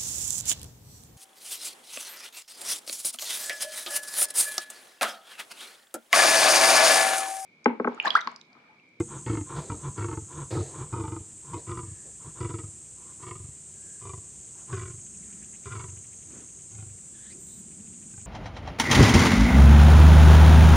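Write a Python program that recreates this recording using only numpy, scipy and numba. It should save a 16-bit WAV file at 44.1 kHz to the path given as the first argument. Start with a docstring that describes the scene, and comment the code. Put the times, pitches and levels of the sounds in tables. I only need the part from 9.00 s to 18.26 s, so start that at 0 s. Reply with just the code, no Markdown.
"""A lion's closing grunts

A lion ends a bout of roaring with grunts that grow sparser and fainter as he crosses a grassy enclosure.
Each is a source and a filter: heavy vocal folds rattle slowly and excite the resonances of a long throat.
Between the early ones he drags air in hoarsely, and a second cat huffs back. Behind them are cicadas,
distant traffic, rustles, one bush cricket and a faint bird."""
import sys
import numpy as np
from scipy import signal
from scipy.fft import rfft, irfft, next_fast_len
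from scipy.io import wavfile
from numba import njit

SR = 44100
rng = np.random.default_rng(int(sys.argv[2]) if len(sys.argv) > 2 else 0)


def output_pcm(signal):
    """Save a mono or channel-first signal as 16-bit PCM at the path in sys.argv[1].

    Samples are clipped to [-1, 1] before scaling.
    """
    pcm = np.clip(np.atleast_2d(signal).T, -1, 1) * 32767
    wavfile.write(sys.argv[1], SR, np.round(pcm).astype(np.int16))


N = 408366
T = np.arange(N) / SR


def undb(db):
    """Decibels to amplitude ratio."""
    return 10 ** (np.asarray(db) / 20)


def rms(x):
    """Root-mean-square amplitude."""
    return np.sqrt(np.mean(x ** 2)) + 1e-12


def noise(spectrum):
    """Spectral shaping: noise of unit RMS, coloured by (Hz, dB) points."""
    hz, db = np.transpose(spectrum)
    n = next_fast_len(N, real=True)
    bins_hz = np.maximum(np.fft.rfftfreq(n, 1 / SR), 1)
    gain = undb(np.interp(np.log(bins_hz), np.log(hz), db, left=-90, right=-90))
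    y = irfft(rfft(rng.standard_normal(n)) * gain, n)[:N]
    return y / rms(y)


def wander(rate_hz, t=T):
    """Random modulation: straight lines between Gaussian values, with a spread near 1."""
    knots = rng.standard_normal(int(t[-1] * rate_hz) + 2)
    return np.interp(t * rate_hz, np.arange(len(knots)), knots)


def add(out, start_s, x):
    """Superposition: mix x in from a start time."""
    i = max(int(start_s * SR), 0)
    out[i:i + len(x)] += x[:max(N - i, 0)]


@njit
def bandpasses(x, hz, widths):
    """State-variable band-passes in series, whose common centre may move every sample."""
    y = np.empty(len(x))
    band, low = np.zeros(len(widths)), np.zeros(len(widths))
    for i in range(len(x)):
        g, u = np.tan(np.pi * hz[i] / SR), x[i]
        for j in range(len(widths)):
            damping = widths[j] / hz[i]
            u += 1e-18 * (i & 1)  # prevents underflow
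            v = (band[j] + g * (u - low[j])) / (1 + g * (g + damping))
            band[j], low[j] = 2 * v - band[j], low[j] + 2 * g * v
            u = damping * v
        y[i] = u
    return y


def resonance(x, hz, width_hz, skirt=4.55):
    """A damped resonator; two wider passes steepen its skirts."""
    return bandpasses(x, hz * np.ones(len(x)), width_hz * np.array([1., skirt, skirt]))


def formants(x, modes, tuning=1):
    """Parallel resonators (Hz, width in Hz, dB), all tuned by one factor."""
    return sum(undb(db) * resonance(x, hz * tuning, width) for hz, width, db in modes)


# Spectrum of outdoor air. Each row: frequency in Hz, relative level in dB.
AIR_SPECTRUM = [(20, -38), (40, -7), (62, 5.5), (85, 4.5), (160, 4), (240, -8), (370, -2.5), (520, -12),
                (1100, -18), (1800, -19), (3000, -18), (4800, -23.5), (11000, -42), (15500, -29.5)]
# Passing vehicles. 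Each row: nearest moment in seconds, time to fall to 1/e in seconds, peak in dB.
VEHICLE_PASSES = [(0, 1.16, -56), (6.296, 0.23, -55), (8.85, 0.5, -53)]
def air_and_traffic(air_db=-57, road_db=-66):
    """Ambient noise: restless air, and a low road drone that swells as each vehicle passes."""
    passes = sum(undb(db) * np.exp(-((T - s) / span) ** 2) for s, span, db in VEHICLE_PASSES)
    road = noise([(70, -11.5), (130, -8.5), (200, 5), (270, -10), (370, -11.5), (520, -42), (1000, -42)])
    air = undb(air_db + .28 * wander(2.75)) * noise(AIR_SPECTRUM)
    return air + (undb(road_db) + passes) * road


# Spectrum of the far cicadas. Each row: frequency in Hz, relative level in dB.
CHORUS_SPECTRUM = [(4000, -33.5), (5400, -24.5), (6200, -14), (6800, -8), (7300, -2), (7900, -2),
                   (8400, -3), (9000, -11), (9700, -20.5), (10600, -31), (12000, -41)]
# Songs of the nearest cicada. 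Each row: start and end in seconds, pitch in Hz, level in dB.
CICADA_SONGS = [(-.5, 1.9, 6540, -54.5), (4.9, 7.85, 6580, -53.5), (8.499, 9.6, 6790, -53.5)]
def cicadas(chorus_db=-46, side_db=-17, tymbal_hz=440, drift_hz=40, attack_s=.63, release_s=.097):
    """Amplitude modulation: the tymbal rate gives one singer sidebands, over a smooth stereo chorus."""
    starts, _, pitches, _ = np.transpose(CICADA_SONGS)
    hz = pitches[np.searchsorted(starts[1:], T)] + drift_hz * wander(2)
    level = sum(undb(db) * np.clip(np.minimum((T - start) / attack_s, (end - T) / release_s), 0, 1)
                for start, end, _, db in CICADA_SONGS)
    smear = signal.sosfilt(signal.butter(1, 55, fs=SR, output="sos"), rng.standard_normal(N))
    carrier = smear * np.sin(2 * np.pi * np.cumsum(hz) / SR)
    song = resonance(carrier * (1 + .9 * np.cos(2 * np.pi * tymbal_hz * T)), 7140, 2300)
    mid = undb(chorus_db + .67 * wander(3.05)) * noise(CHORUS_SPECTRUM) + level * song / rms(song)
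    side = undb(chorus_db + side_db) * noise(CHORUS_SPECTRUM)
    return np.array([mid + side, mid - side])


def bush_cricket(start_s=8.38, end_s=8.63, db=-68):
    """Gated band noise: one short, very high buzz in the grass."""
    gate = np.clip(np.minimum(T - start_s, end_s - T) / .027, 0, 1)
    return undb(db) * gate * noise([(11000, -18), (12500, -5), (15500, -4)])


def bird_chatter(rate_hz=11, low_hz=1800, high_hz=3300, blur_hz=550):
    """Frequency sweeps: quick rising chips, blurred by distance, that hush around the hoarse call."""
    cycle = np.cumsum(rate_hz * (1 + .2 * wander(9))) / SR % 1
    chip = np.clip(cycle / .38, 0, 1)
    hz = low_hz + (high_hz - low_hz) * chip + blur_hz * wander(1500)
    tone = np.sin(2 * np.pi * np.cumsum(hz) / SR)
    bout = np.interp(T, [5, 6.8, 8, 8.1, 8.65, 8.75], [.61, 1.94, .84, .1, .1, 1.3])
    return undb(-64 + 2 * wander(4.3)) * np.sin(np.pi * chip) * tone * bout


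# Contour of a far bird's call. Each row: time in seconds, pitch in Hz, level in dB.
SQUAWK_CONTOUR = [(8.08, 1680, -90), (8.16, 1696, -63.5), (8.29, 1754, -58), (8.33, 2370, -53.5),
                  (8.36, 2350, -83)]
def bird_squawk(octave_db=-2):
    """Random frequency modulation makes a rising tone and its octave hoarse."""
    times, pitches, levels = np.transpose(SQUAWK_CONTOUR)
    hz = np.interp(T, times, pitches) * (1 + .14 * wander(2500))
    db = np.interp(T, times, levels) + 2 * wander(90)
    phase = 2 * np.pi * np.cumsum(hz) / SR
    return undb(db) * (np.sin(phase) + undb(octave_db) * np.sin(2 * phase))


# Sniffs and rustles. Each row: middle and nominal length in seconds, centre and width in Hz, peak in dB.
RUSTLES = [ (3.077, 0.072, 420, 220, -56), (2.994, 0.37, 1730, 170, -67), (5.605, 0.13, 850, 470, -61.5),
           (4.92, .35, 1630, 140, -66.5), (6.335, 0.39, 1730, 830, -66.5), (7.37, .21, 255, 140, -51.5),
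           (7.374, .2, 1360, 1400, -60.5), (8.36, 0.21, 323, 87, -57), (8.531, .15, 3900, 340, -65)]
def rustles():
    """Windowed band noise: soft swells from the moving animals."""
    out = np.zeros(N)
    for middle, length, hz, width, db in RUSTLES:
        y = resonance(rng.standard_normal(int(1.4 * length * SR)), hz, width)
        add(out, middle - len(y) / SR / 2, undb(db) * np.hanning(len(y)) * y / rms(y))
    return out


def enclosure(x, t60_s=.85, wet_db=-21, damping_hz=2200):
    """Reverberation: walls and trees add weak, dull scatter to the direct sound."""
    t = np.arange(SR) / SR
    tail = rng.standard_normal(SR) * undb(-60 * t / t60_s) * np.clip(t / .043, 0, 1)
    tail = signal.lfilter(*signal.butter(1, damping_hz, fs=SR), tail / np.linalg.norm(tail))
    return x + undb(wet_db) * signal.fftconvolve(x, tail)[:N]


# The second cat's huffs. Each row: start, rise time and decay constant in seconds, peak in dB.
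HUFFS = [(0.554, 0.0075, 0.14, -42), (1.504, 0.0056, 0.12, -36), (2.57, 0.0096, 0.034, -46)]
# Spectrum of a huff. Each row: frequency in Hz, relative level in dB.
HUFF_SPECTRUM = [(60, -16), (200, -17), (400, 7.5), (560, -2.5), (780, -2.5), (1200, -21), (1900, -15),
                 (3000, -22), (4100, -15), (6000, -24), (10000, -39), (15000, -44)]
def second_cat():
    """Breath noise through an open mouth rises quickly and decays exponentially."""
    level = sum(undb(db) * np.clip((T - s) / rise, 0, 1) * np.exp(-np.maximum(T - s - rise, 0) / decay)
                for s, rise, decay, db in HUFFS)
    return level * noise(HUFF_SPECTRUM)


# The lion's inward breaths. Each row: start and crest in seconds, level in dB, relative hum in dB.
INHALES = [ (0.072, 0.168, -40.5, 4.5), (.46, 0.59, -36.5, 4), (0.793, 0.891, -41, 11),
           (0.946, .973, -48.5, -6), (1.278, 1.426, -41, 6.5), (1.688, 1.831, -41.5, 6),
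           (1.889, 1.92, -54, -6), (2.42, 2.542, -49, 9), (3.196, 3.277, -48.5, 6.5),
           (3.347, 3.39, -45.5, 1), (3.96, 4.116, -56, -4), (4.188, 4.212, -50.5, -6),
           (5.671, 5.723, -45, 8)]
# Airway formants on inhaling. Each row: centre and width in Hz, gain in dB.
AIRWAY_MODES = [(347, 58, 6.5), (440, 42, 3), (1035, 148, 4.5), (1155, 37, 1), (1304, 117, -1),
                (1586, 130, -8.5), (2390, 130, -16.5), (3440, 740, -20)]
def inhale(start, crest, air_db, hum_db, flutter_hz=140, swell_db=16, release_db_per_s=353):
    """Flow-induced vibration: indrawn air hisses in the airway and sets slack folds humming unevenly."""
    rise_s = crest - start
    t = np.arange(int((rise_s + .1) * SR)) / SR
    slack = np.clip(1 - t / rise_s, 0, 1)
    air_db = air_db - swell_db * slack ** 2 - release_db_per_s * np.maximum(t - rise_s, 0)
    hum_db = hum_db - 14.5 * slack  # the folds hum only as the flow grows strong
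    phase = 2 * np.pi * np.cumsum(flutter_hz * (1 + .104 * wander(70, t))) / SR
    flicker = undb(2 * wander(60, t))
    hiss = formants(rng.standard_normal(len(t)) * (1 + .5 * np.cos(phase)) * flicker, AIRWAY_MODES)
    rumble = resonance(rng.standard_normal(len(t)), 91, 52)
    hum = np.sin(phase) * flicker + .38 * rumble / rms(rumble)
    gate = np.clip(np.minimum(t / .0026, (t[-1] - t) / .013), 0, 1)
    return gate * undb(air_db) * (undb(-1) * hiss / rms(hiss) + undb(hum_db) * hum / rms(hum))


def fold_pulses(t, length, first_hz, settled_hz, rough, flutter_hz=117.95, jitter_s=.0007, count=4):
    """Glottal source: the folds slap shut once a cycle, then flutter, less so as pressure falls."""
    phase = np.cumsum(settled_hz + (first_hz - settled_hz) * np.exp(-t / .05)) / SR
    cycles = np.arange(np.ceil(np.interp(length - .015, t, phase)))
    slap_s = np.interp(cycles, phase, t)[:, None]
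    jitter, scatter = rng.standard_normal((2, len(cycles), count))
    k = np.arange(count)
    closure_s = slap_s + k / flutter_hz + jitter_s * np.sqrt(k) * jitter
    size = np.clip(rough * (1.2 - slap_s / length), 0, .9) ** k * undb(2 * (1 + k) * scatter)
    size /= np.linalg.norm(size, axis=1, keepdims=True)  # the closures of a cycle share its energy
    samples = np.clip(closure_s * SR, 0, len(t) - 1).astype(int)
    return np.bincount(samples.ravel(), size.ravel(), len(t))


def turbulence(t, length, pulses, rough, puff_s=.005, leak_db=-7):
    """Aspiration noise: each closure lets out a puff, over a dwindling leak."""
    puffs = signal.lfilter([1], [1, -np.exp(-1 / (puff_s * SR))], pulses) * rng.standard_normal(len(t))
    leak = np.clip(1 - t / length, 0, 1) * rng.standard_normal(len(t))
    return puffs / rms(puffs) + undb(leak_db) * rough * leak / rms(leak)


def effort(t, length, swell_s, fade_db, open_s, swell_db_per_s=111, release_s=.066, shut_s=.1):
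    """Envelopes in dB of pressure, throat and mouth: pressure swells and fades; the jaw muffles."""
    t = np.minimum(t, length)
    swell = swell_db_per_s * np.maximum(swell_s - t, 0)
    fade = fade_db * np.clip((t - swell_s) / (length - swell_s), 0, 1)
    spent = 6.5 * np.clip(1 - (length - t) / release_s, 0, 1)  # pressure gives out: softer and duller
    shut = np.clip((t - open_s) / shut_s, 0, 1)
    return -swell - fade - spent, -15 * shut, -22.5 * shut - spent


# Chest resonances. Each row: nominal centre and width in Hz, gain in dB.
CHEST_MODES = [(98.3, 31.3, 5), (136.6, 11.6, -6), (57.7, 7.3, -12)]
# Snout resonances. Each row: multiple of the snout frequency, width in Hz, gain in dB.
SNOUT_MODES = [(0.999, 82, -8), (1.169, 80, -7), (1.45, 178, -14.5), (1.75, 262, -17), (2.4, 754, -24)]
# The lion's grunts. Each row: start and end in seconds, first and settled slap rate in Hz,
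# roughness from 0 to 1, base level in dB, swell in seconds, fade in dB, jaw-open time in seconds,
# throat, mouth and rasp offsets in dB, nominal throat, mouth, lip and snout resonances in Hz.
GRUNTS = [ (.001, 0.052, 14, 12, 0.29, -33, 0, 20, .05, 6.5, -9.5, 9, 331, 880, 1356, 2090),
          (0.262, 0.446, 31.7, 25.2, 1, -29.5, 0.035, 9, 0.18, -1.5, -12, 7, 313, 897, 1278, 1820),
          (0.697, 0.786, 56, 25, 0.38, -31.5, 0.0027, 20, .09, -4.5, -6.5, -2.5, 298, 920, 1243, 1960),
          (0.976, 1.237, 37.4, 21.7, .59, -34.5, 0, 3, 0.18, -3, -7.5, 1, 333, 920, 1316, 1830),
          (1.507, 1.64, 28.6, 34, 0.66, -28, 0.074, 1, 0.08, -4, -13.5, -8, 334, 925, 1247, 2110),
          (1.925, 2.219, 32.3, 23.6, 0.7, -34.5, 0, 5.5, 0.25, -2.5, -8, -3, 326, 920, 1237, 2060),
          (2.532, 2.61, 31.4, 26.3, 0.6, -37, 0.0041, 13, .08, -1.5, -2, -0.5, 326, 960, 1062, 2065),
          (2.666, 2.968, 25, 24, 0.72, -38, 0.044, 7.5, 0.12, -2.5, -4.5, -0.5, 335, 1018, 1178, 1934),
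          (3.404, 3.708, 25.4, 20.9, 0.7, -35.5, 0, 6.5, 0.19, -4, -10.5, 4, 334, 973, 1277, 1954),
          (4.223, 4.54, 24.1, 22.5, 0.59, -44, 0.053, 3.5, 0.095, -4, -1.5, 4.5, 365, 1044, 1200, 1900),
          (5.013, 5.211, 26, 24, 0.54, -42.5, 0.068, 4, .14, -6.5, -6, 1, 387, 1037, 1145, 2054),
          (5.726, 6.03, 23.9, 23.5, 0.7, -36.5, 0, 13, .14, -5, -8, 5.5, 370, 1086, 1477, 2020),
          (6.655, 7.014, 18.9, 22.9, 0.83, -39, 0.045, 8.5, 0.17, -8, -6.5, 5, 387, 1027, 1356, 1984),
          (7.712, 7.97, 29.6, 25, 0.52, -43.5, 0.048, 4.5, 0.11, -18, -19.5, 9.5, 356, 750, 1410, 2090),
          (9.135, 9.24, 23, 27.3, 0, -49, 0.013, 0, .09, -19, -15, 7, 332, 806, 1500, 2000)]
def grunt(start, end, first_hz, settled_hz, rough, level_db, swell_s, fade_db, open_s,
          throat_db, mouth_db, rasp_db, throat_hz, mouth_hz, lip_hz, snout_hz):
    """Source and filter: fold closures and their turbulence excite chest, throat, mouth and snout."""
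    length = end - start
    t = np.arange(int((length + .15) * SR)) / SR
    pressure_db, throat_muffle_db, mouth_muffle_db = effort(t, length, swell_s, fade_db, open_s)
    throat_db = throat_db + throat_muffle_db
    mouth_db = mouth_db + mouth_muffle_db + wander(24.2, t)  # some slaps burst through harder
    pulses = fold_pulses(t, length, first_hz, settled_hz, rough)
    air = turbulence(t, length, pulses, rough)
    # The closing jaw lowers the resonances, and the soft throat wobbles.
    tuning = 1.025 - .22 * np.minimum(t, length) + .018 * wander(25, t)

    def cavity(modes, db, breath):
        """Forced response of one cavity to the closures and a share of air."""
        drive = pulses / rms(pulses) + breath * air
        steady = formants(drive, modes, tuning)[:int(length * SR)]
        return formants(drive * undb(level_db + pressure_db + db), modes, tuning) / rms(steady)

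    upper_db = np.interp(throat_hz, [340, 390], [-24, -12])  # a wide throat lets a higher mode speak
    throat = [(throat_hz, 28, 0), (throat_hz, 40, -8), (458, 22, -6), (700, 45, upper_db)]
    mouth = [(mouth_hz, 40, 0), ((mouth_hz + lip_hz) / 2, 100, -7),
             (lip_hz, 55, -2), (1.158 * lip_hz, 80, -14)]
    snout = [(ratio * snout_hz, width, db) for ratio, width, db in SNOUT_MODES]
    return (cavity(CHEST_MODES, db=1, breath=.4)
            + cavity(throat, throat_db + .5, breath=.5)
            + cavity(mouth, mouth_db + 1, breath=.85)
            + cavity(snout, mouth_db + rasp_db - 12, breath=2.2))


def lion():
    """The breathing cycle: grunts on the outflow, hoarse breaths on the inflow."""
    out = np.zeros(N)
    for row in GRUNTS:
        add(out, row[0], grunt(*row))
    for row in INHALES:
        add(out, row[0], inhale(*row))
    return out


def scene():
    """Superposition: only the cats reverberate, and only the cicada chorus spreads in stereo."""
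    background = air_and_traffic() + cicadas() + bush_cricket() + bird_chatter() + bird_squawk()
    return background + rustles() + enclosure(second_cat() + lion())


def record(dry, low_hz=24, top_hz=15500):
    """Band limiting: the microphone sheds the deepest bass, and the top is cut steeply."""
    y = signal.sosfilt(signal.butter(2, low_hz, "high", fs=SR, output="sos"), dry)
    return signal.sosfilt(signal.ellip(8, .2, 70, top_hz, fs=SR, output="sos"), y)


dry = scene()
out = record(dry)
output_pcm(out)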